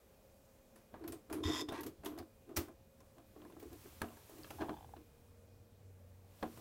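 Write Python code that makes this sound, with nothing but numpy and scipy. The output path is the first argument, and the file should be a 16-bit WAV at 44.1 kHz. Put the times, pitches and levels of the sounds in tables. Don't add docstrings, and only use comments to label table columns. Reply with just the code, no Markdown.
import sys
import numpy as np
from scipy import signal
from scipy.io import wavfile

SR = 44100
rng = np.random.default_rng(int(sys.argv[2]) if len(sys.argv) > 2 else 0)


def log_audio(samples):
    frames = np.atleast_2d(samples).T
    limited = np.clip(frames, -1, 1)
    pcm = np.round(limited * 32767).astype(np.int16)
    wavfile.write(sys.argv[1], SR, pcm)


def linear_from_db(decibels):
    return 10 ** (np.asarray(decibels, float) / 20)


N = 291291

# (time of full force [s], hold [s], casing drone level [dB], shaft rub level [dB])
PUSHES = [(0.757, 0.023, -70, -75), (0.94, 0.0027, -50.5, -66), (1.015, 0.066, -49.5, -68),
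          (1.082, 0.0042, -43, -60), (1.13, 0.0073, -47, -56.5), (1.308, 0.083, -45, -58),
          (1.41, 0.041, -43, -63), (1.486, 0.0044, -34, -49), (1.538, 0.053, -47, -57.5),
          (1.615, 0.0046, -42.5, -55.5), (1.691, 0.0092, -39.5, -56), (1.724, 0.0056, -43.5, -45.5),
          (1.781, 0.054, -47.5, -69), (1.85, 0.033, -45, -67), (2.042, .01, -54, -62),
          (2.063, 0.0054, -43, -56), (2.118, 0.076, -49.5, -60.5), (2.199, 0.0046, -49.5, -55),
          (2.491, 0.029, -51, -62), (2.577, 0.0087, -39, -48.5), (2.678, 0.018, -59, -62.5),
          (3.014, 0.0035, -67.5, -71), (3.182, .005, -55, -65.5), (3.361, 0.12, -58.5, -70),
          (3.5, 0.098, -60, -74), (3.628, .003, -45, -61), (3.723, 0.017, -54, -66),
          (3.852, 0.014, -56, -74), (4.031, 0.0044, -46, -48.5), (4.054, 0.072, -64.5, -64.5),
          (4.317, 0.08, -58, -72), (4.516, 0.0041, -68, -62), (4.524, 0.035, -59, -68),
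          (4.612, .005, -38.5, -45.5), (4.694, 0.0041, -44.5, -53.5), (4.77, 0.15, -69, -75),
          (4.964, 0.0093, -54, -64), (6.44, 0.0029, -44.5, -48), (6.467, 0.009, -55.5, -67),
          (6.582, .02, -61, -72)]
# (frequency [Hz], width [Hz], level [dB])
CASING_MODES = [(247.5, 30, -9), (303.8, 18.8, 2), (341, 27, -0.5), (419.3, 52.5, -6)]
# (frequency [Hz], width [Hz], level [dB])
SHAFT_MODES = [(682, 75, 10.5), (930, 150, -1.5), (1005, 123, 4.5), (1520, 530, -10), (1710, 44, -28),
               (2900, 1350, -15), (3800, 780, -15.5)]


def wheel():
    s, hold, drone_db, rub_db = np.transpose(PUSHES)
    drone_level_db = surges(s, hold, drone_db, rise=904, fall=326)
    rub_level_db = surges(s, hold, rub_db, rise=910, fall=415)
    drone = friction(drone_level_db, CASING_MODES, per_s=800, spread_db=2.0, soft_hz=492)
    rub = friction(rub_level_db, SHAFT_MODES, per_s=2000, spread_db=5.0, soft_hz=5600)
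    return drone + rub


# (time [s], level [dB])
SCRAPE_LEVEL = [(1.7, -65), (1.716, -69), (1.722, -51), (1.798, -50.5), (1.82, -61.5), (1.86, -79)]
# (frequency [Hz], width [Hz], level [dB])
CAM_MODES = [(900, 62, 10), (1110, 100, 6), (1608, 37, 6), (1900, 68, 3), (2320, 460, -6.5),
             (2780, 170, -7), (3320, 630, -12), (4300, 160, -9), (4740, 300, -15), (6000, 940, -13.5),
             (7960, 3200, -20.5), (12800, 4000, -26)]


def lever_scrape():
    level_db = in_time(SCRAPE_LEVEL, outside=-120)[0]
    return friction(level_db, CAM_MODES, per_s=1200, spread_db=-1.5, soft_hz=17000)


# (time [s], length [s], level of the lower ring [dB], brightness added above it [dB])
RASPS = [(1.435, 0.18, -46, -0.2), (1.687, 0.0033, -46, -4)]
# (frequency [Hz], width [Hz], level [dB])
TEETH_LOWER = [(1036, 73, 0.5), (1966, 76, -5.5), (2540, 400, -16), (3280, 33, 0.5), (3497, 99, -0.5),
               (3627, 115, 0.5)]
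# (frequency [Hz], width [Hz], level [dB])
TEETH_UPPER = [(4400, 870, -17), (4950, 100, 2), (5250, 230, 1), (6200, 200, -5), (6930, 380, -5),
               (7730, 420, -10.5)]
# (frequency [Hz], width [Hz], level [dB])
RATTLE_MODES = [(1500, 1000, 1.5), (2800, 1200, -4), (4400, 1800, -0.5), (5950, 2000, -1)]


def rasp():
    rise, fall, brighten = 4994, 1097, 37
    grains_per_s = 4400
    s, length, db, bright_db = np.transpose(RASPS)
    lower_db = surges(s, length, db, rise, fall)
    brighter = []
    for start, lasts, level_db in zip(s, length, db + bright_db):
        elapsed = np.clip(np.arange(N) / SR - start, 0, lasts)
        brighter.append(surges(start, lasts, level_db, rise, fall) + brighten * elapsed)
    upper_db = np.max(brighter, axis=0)

    teeth_per_s = 140 * (1 + 0.255 * drift(38.5))
    press_db = 3.5 * np.cos(2 * np.pi * np.cumsum(teeth_per_s / SR))
    out = friction(lower_db + press_db, TEETH_LOWER, grains_per_s, spread_db=1.5, soft_hz=5960)
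    out += friction(upper_db - 9 + press_db, TEETH_UPPER, grains_per_s, spread_db=2.5, soft_hz=9000)
    out += friction(lower_db - 10 + press_db, RATTLE_MODES, per_s=2500, spread_db=2.0, soft_hz=9000)
    hiss_modes = [(8700, 2100, 0.5), (12400, 3700, 0)]
    return out + friction(upper_db - 18 + .5 * press_db, hiss_modes, grains_per_s, spread_db=2.5, soft_hz=18000)


# (time [s], level at own pitch [dB], pitch [Hz], level at 1 kHz relative to that [dB], rattle t60 [s])
# The rattle holds its t60 within 0.01 to 0.4 s.
CLICKS = [(0.7585, -51.5, 10900, -5, 0.35), (1.039, -53.5, 4400, 8.5, 0.21),
          (1.0771, -37, 12100, -16, 0.19), (1.1217, -37.5, 9000, -18, 0.19), (1.3265, -33, 10800, -7, 0.27),
          (1.6869, -45, 3550, -4, 0.36), (1.8074, -39.5, 12400, -13, 0.12), (1.833, -37, 13300, -11, 0.16),
          (1.864, -35.5, 13300, -11.5, 0.15), (2.0466, -40, 12600, -6.5, 0.41),
          (2.0587, -35.5, 3350, -4, 0.12), (2.177, -50, 2980, 5, 0.071), (2.186, -42, 4900, -6, 0.12),
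          (2.229, -63, 1500, 1, 0.08), (2.5615, -36, 6000, -13, 0.1), (2.5652, -23.5, 5570, -23, 0.067),
          (2.5704, -22.5, 13800, -11, 0.23), (3.0036, -54.5, 5470, -1, 0.075),
          (3.499, -56.5, 10500, 5.5, 0.042), (3.5977, -46.5, 14200, -12, 0.43),
          (3.626, -50, 9160, -12, 0.11), (3.729, -46.5, 13200, -18, 0.17), (4.3824, -48, 3720, -8, 0.044),
          (4.505, -39, 2590, 0, 0.091), (6.574, -52.5, 8040, 4, 0.11)]


def clicks(skirt_db=-11.5, width=1.134, rise_db=1.5):
    rows = []
    for s, db, hz, low_db, t60 in CLICKS:
        points = {300: low_db - 5.5, 1000: low_db, hz / width: skirt_db, hz: 0, hz * width: skirt_db}
        points[22000] = skirt_db + rise_db * np.log2(22000 / hz / width)
        if hz > 3500 * width ** 2:
            points[3500] = -14.5
        colour_hz = sorted(points)
        rows.append((s, colour_hz, [db + points[f] for f in colour_hz], t60))
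    return blows(rows, ring_db=-24.5, crack_db=-11.0, crack_t60=0.029, rattle_db=-19.5, low_stretch=0.013)


def pings(ping_db=-26.0, spread=.07, lasting=0.45):
    out, t = np.zeros(N), np.arange(SR // 5) / SR
    soft_start = 1 - np.exp(-t / 0.00022)
    for (s, db, hz, _, t60), offsets in zip(CLICKS, rng.normal(0, 1, (len(CLICKS), 9))):
        cluster = [(hz * (1 + spread * offset), 0, lasting * t60) for offset in offsets]
        add(out, s, ring(cluster, db + ping_db, t) * soft_start)
    return out


# (time [s], level at 1 kHz [dB], at 3.5 kHz relative to it [dB], at 10 kHz likewise [dB], rattle t60 [s])
# The rattle holds its t60 within 0.01 to 0.4 s.
KNOCKS = [(0.941, -43.5, -19, -32, 0.2), (1.299, -45.5, -14, -9, 0.46), (1.723, -39.5, -35, -9, 0.19),
          (2.036, -48, -14, -12, 0.11), (2.492, -55.5, -17, -9, 0.15), (2.684, -49, -21, -10, 0.074),
          (3.182, -61, -8, -3, 0.082), (3.363, -53, -42, -24, 0.054), (3.419, -54, -11, -25, 0.092),
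          (3.45, -50.5, -22, -12, 0.056), (3.523, -59, -7, -27, 0.053), (3.566, -51, -33, -18, 0.052),
          (3.858, -55.5, -18, -14, 0.1), (4.017, -32, -8.5, -5, 0.056), (4.17, -54.5, -14, -1, 0.12),
          (4.295, -52.5, -21, 0, 0.18), (4.444, -50.5, 1.5, -20, 0.072), (4.469, -58, -9, -12, 0.08),
          (4.609, -39, -9, -25, 0.082), (4.617, -35.5, -15, -23, 0.13), (4.693, -36.5, -13, -29, 0.076),
          (4.966, -58.5, -1.5, -13, 0.085), (6.4271, -34, -12, -24, 0.035), (6.431, -34, -43, -15, 0.082)]


def knocks():
    rows = []
    for s, db, click_db, tick_db, t60 in KNOCKS:
        colour_db = db + np.array([-6, 0, click_db, tick_db])
        rows.append((s, [280, 1000, 3500, 10000], colour_db, t60))
    return blows(rows, ring_db=-18.0, crack_db=-9.5, crack_t60=0.015, rattle_db=-19.5, low_stretch=0.42)


# (frequency [Hz], level [dB], t60 [s])
FRAME_MODES = [(231.6, 6.5, 0.37), (324, 14.5, 0.073), (413, 15.5, 0.064), (603, 12.5, 0.037),
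               (640, 2, 0.13), (913, -11, 0.064), (1060, -17, 0.049), (1174, -2, 0.11), (1653, 13.5, 0.027),
               (2240, -26, 0.035), (2733, 2.5, 0.039), (3260, 10.5, 0.027), (3920, 2, 0.036),
               (4150, 8, 0.025), (5400, -2, 0.04), (7200, -1, 0.052), (9220, 2, 0.048),
               (10530, -1.5, 0.052), (13300, -23, 0.043)]


def blows(rows, ring_db, crack_db, crack_t60, rattle_db, low_stretch):
    out, t = np.zeros(N), np.arange(SR // 3) / SR
    hz, noise = zip(*[pair for pair in noise_bands(count=36) if pair[0] > 150])
    hz = np.array(hz)[:, None]
    noise = np.pad(noise, ((0, 0), (0, len(t))))
    rise = 1 - np.exp(-t / (1.46 / hz + 0.00062))
    stretch = (3500 / hz) ** low_stretch
    mode_hz = np.array(FRAME_MODES)[:, :1]
    chance_db = rng.normal(0, 3.0, (len(rows), len(FRAME_MODES), 1))
    for (s, colour_hz, colour_db, t60), luck_db in zip(rows, chance_db):
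        def colour(f):
            return np.interp(np.log(f), np.log(colour_hz), colour_db)

        add(out, s, ring(FRAME_MODES, colour(mode_hz) + luck_db + ring_db, t))
        crack = linear_from_db(crack_db - 60 * t / (crack_t60 * stretch))
        rattle = linear_from_db(rattle_db - 60 * t / (np.clip(t60, .01, .4) * stretch))
        at = round(s * SR)
        bands = linear_from_db(colour(hz)) * (crack + rattle) * rise * noise[:, at:at + len(t)]
        add(out, s, np.sum(bands, axis=0))
    return out


# (time [s], level [dB])
SLIPS = [(4.586, -43), (4.592, -41), (4.598, -42), (4.604, -40), (4.657, -49), (4.685, -41), (4.703, -49),
         (4.74, -43), (4.755, -59), (4.767, -41), (4.773, -42), (4.786, -45), (4.808, -43.5),
         (4.827, -41.5), (4.845, -45), (4.891, -50), (4.937, -45)]
# (frequency [Hz], level [dB], t60 [s])
JOINT_MODES = [(798, -3, 0.022), (875, -0.5, 0.015), (1610, -13, 0.017), (2500, -18, 0.012),
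               (3150, -17.5, 0.013), (3440, -14, 0.012)]


def creak():
    out, t = np.zeros(N), np.arange(SR // 20) / SR
    gaps_s = .007 * 1.06 ** np.arange(13) * rng.uniform(.7, 1.0, size=13)
    run_s = 4.63 + np.cumsum(gaps_s) - gaps_s[0]
    slips = list(SLIPS) + [(s, -44.5) for s in run_s]
    soft_start = 1 - np.exp(-t / 0.0019)
    for (s, db), luck_db in zip(slips, rng.normal(0, 4.6, (len(slips), len(JOINT_MODES), 1))):
        add(out, s, ring(JOINT_MODES, db + luck_db, t) * soft_start)
    return out


# (time [s], level [dB], pitch [Hz])
TICKS = [(3.418, -52, 3280), (3.525, -58, 3300), (4.0855, -49.5, 2800), (4.434, -39.5, 4700),
         (6.413, -58, 5000)]


def ticks():
    out, t = np.zeros(N), np.arange(SR // 20) / SR
    for s, db, hz in TICKS:
        add(out, s, ring([(hz, db, 24 / hz)], 0, t) * (1 - np.exp(-t * hz)))
    return out


def room(x):
    t60_s, wall_cut_hz = 0.18, 12000
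    out, dull = np.zeros(N), np.exp(-2 * np.pi * wall_cut_hz / SR)
    for k, lag in enumerate((rng.uniform(0.0081, .035, 10) * SR).astype(int)):
        loop, gain, state = x.copy(), linear_from_db(-60 * lag / SR / t60_s), [0.]
        for i in range(lag, N, lag):
            back, state = signal.lfilter([gain * (1 - dull)], [1, -dull], loop[i - lag:i], zi=state)
            loop[i:i + lag] += back[:N - i]
        out += (loop - x) * (-1) ** k
    return out


# (time [s], level [dB])
LEAN = [(0, -83), (2.8, -72.5), (3.2, -75.5), (3.55, -63), (3.9, -62), (4.15, -66.5), (4.45, -63),
        (4.85, -60), (5.1, -71), (5.6, -68), (6.3, -73), (6.6, -58.5)]
# (frequency [Hz], width [Hz], level [dB])
BENCH_MODES = [(62.2, 27, 0.5), (82.2, 36.4, 4.5), (122.3, 21, 3), (140.4, 21, -1.5)]
# (time [s], level [dB])
THUMPS = [(1.109, -54), (1.325, -56), (1.454, -44), (1.70, -57), (1.994, -53.5), (2.193, -56),
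          (2.576, -44.5), (4.021, -50), (4.524, -65)]
# (frequency [Hz], level [dB], t60 [s])
THUMP_MODES = [(68, -3, 0.22), (83.7, 7, 0.15), (139, -9, 0.15)]


def bench():
    s, hold, drone_db, _ = np.transpose(PUSHES)
    push_db = surges(s, hold, drone_db - 14.5, rise=450, fall=240)
    lean_db = in_time(LEAN)[0] + 2 * drift(9.4)
    out = friction(np.maximum(push_db, lean_db), BENCH_MODES, per_s=530, spread_db=2.0, soft_hz=172)
    t = np.arange(SR // 4) / SR
    soft_start = 1 - np.exp(-t / 0.0057)
    for (s, db), luck_db in zip(THUMPS, rng.normal(0, 5.4, (len(THUMPS), len(THUMP_MODES), 1))):
        add(out, s, ring(THUMP_MODES, db + luck_db, t) * soft_start)
    return out


# (time [s], level [dB])
RUSTLE_LEVEL = [(0, -75), (2.9, -79.5), (3.58, -71.5), (3.84, -62), (4.21, -65), (4.55, -61), (4.67, -66.5),
                (5.16, -76.5), (5.72, -81), (6.26, -77), (6.4, -66.5), (6.6, -62.5)]
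# (frequency [Hz], density [dB per Hz])
CLOTH_SPECTRUM = [(410, -33), (700, -8), (1100, -3), (1190, -7.5), (2670, -9), (3790, -10.5), (8920, -11),
                  (15600, -9.5)]


def sleeve():
    return linear_from_db(in_time(RUSTLE_LEVEL)[0]) * coloured_noise(CLOTH_SPECTRUM, patchy_db=0.3)


# (frequency [Hz], density [dB per Hz])
AIR_SPECTRUM = [(12, -35), (20, 2), (83, 4), (162, -5), (208, 2.5), (307, -8), (466, -2), (582, -3.5),
                (814, -13), (1420, -19), (2220, -22.5), (2410, -24), (2850, -24), (14300, -28),
                (15600, -26.5)]


def room_air():
    return linear_from_db(-66.5) * coloured_noise(AIR_SPECTRUM, patchy_db=1.5)


# (time [s], upper level [dB], lower level [dB])
TONE_LEVELS = [(0, -74, -99), (2.5, -75.5, -93), (4.6, -75.5, -105), (4.85, -101, -72.5), (6.61, -106, -79)]
# (time [s], level [dB])
FAR_HUM_LEVEL = [(5.05, -93), (5.28, -67), (5.56, -64.5), (5.65, -71), (5.87, -58), (6.3, -62), (6.42, -67),
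                 (6.6, -79)]


def tones():
    t = np.arange(N) / SR
    upper_db, lower_db = in_time(TONE_LEVELS)
    out = linear_from_db(upper_db + 2.0 * drift(5.7)) * np.sin(2 * np.pi * 537 * t)
    out += linear_from_db(lower_db + .8 * drift(3)) * np.sin(2 * np.pi * 471 * t)
    out += linear_from_db(-91 + 2.0 * drift(3.2)) * np.sin(2 * np.pi * 2463 * t)
    hum_hz = 94.3 + 1.51 * drift(3.0)
    hum_db = in_time(FAR_HUM_LEVEL)[0] + 0.3 * drift(3.3)
    out += linear_from_db(hum_db) * np.sin(2 * np.pi * np.cumsum(hum_hz) / SR)
    return np.sqrt(2) * out


def friction(level_db, peaks, per_s, spread_db, soft_hz):
    rub = signal.sosfilt(signal.butter(2, soft_hz, fs=SR, output="sos"), grains(per_s, spread_db))
    half = linear_from_db(.5 * level_db)
    return half * resonate(rub * half, peaks) / np.std(resonate(rub, peaks))


def grains(per_s, spread_db):
    sizes = linear_from_db(spread_db * np.minimum(rng.exponential(1, N), 4)) * rng.choice([-1, 1], N)
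    return rms_one(sizes * (rng.random(N) < per_s / SR)) + 1e-18


def resonate(x, peaks):
    out = 0
    for k, (hz, width, db) in enumerate(peaks):
        r = np.exp(-np.pi * width / SR)
        a = [1, -2 * r * np.cos(2 * np.pi * hz / SR), r * r]
        out = out + (-1) ** k * linear_from_db(db) * (1 - r * r) / 2 * signal.lfilter([1, 0, -1], a, x)
    return out


def ring(modes, levels_db, t):
    hz, db, t60 = np.transpose(modes)[:, :, None]
    return np.sum(linear_from_db(db + levels_db - 60 * t / t60) * np.sin(2 * np.pi * hz * t), axis=0)


def surges(s, hold, db, rise, fall):
    t = np.arange(0, N / SR + .002, .001)
    s, hold, db = (np.reshape(v, (-1, 1)) for v in (s, hold, db))
    each_db = db - rise * np.maximum(s - t, 0) - fall * np.maximum(t - s - np.abs(hold), 0)
    total_db = 10 * np.log10(np.sum(linear_from_db(2 * each_db), axis=0) + 1e-12)
    return np.interp(np.arange(N) / SR, t, total_db)


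def coloured_noise(spectrum, patchy_db):
    hz_points, db_points = np.transpose(spectrum)
    out = 0
    for hz, band in noise_bands(count=22):
        band_db = np.interp(np.log(hz), np.log(hz_points), db_points) + patchy_db * drift(7.1)
        out = out + np.sqrt(hz) * linear_from_db(band_db) * band
    return rms_one(out)


def noise_bands(count):
    edges, white = np.geomspace(20, 20000, count + 1), rng.standard_normal((2, N))
    for k, (low, high) in enumerate(zip(edges, edges[1:])):
        band = signal.sosfilt(signal.butter(2, [low, high], "band", fs=SR, output="sos"), white[k % 2])
        yield np.sqrt(low * high), rms_one(band)


def drift(rate):
    r = np.exp(-80 * np.pi * rate / SR)
    slow = signal.lfilter([1], [1, -2 * r, r * r], rng.standard_normal(N // 40 + 2002))[2000:]
    return np.interp(np.arange(N) / 40, np.arange(len(slow)), rms_one(slow))


def in_time(rows, outside=None):
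    s, *columns = np.transpose(rows)
    return [np.interp(np.arange(N) / SR, s, c, outside, outside) for c in columns]


def rms_one(x):
    return x / np.sqrt(np.mean(x ** 2) + 1e-20)


def add(out, s, sound):
    at = round(s * SR)
    out[at:at + len(sound)] += sound[:N - at]


def scene():
    machine = wheel() + lever_scrape() + rasp() + clicks() + pings() + knocks() + creak() + ticks()
    in_room = machine + linear_from_db(-21) * room(machine)
    return (in_room + bench() + sleeve() + room_air() + tones())[None]


def low_pass(x):
    return signal.sosfilt(signal.butter(12, 16650, fs=SR, output="sos"), x)


def record(dry):
    mix = signal.sosfilt(signal.cheby2(14, 60, 16600, fs=SR, output="sos"), dry)
    return low_pass(mix)


dry = scene()
out = record(dry)
log_audio(out)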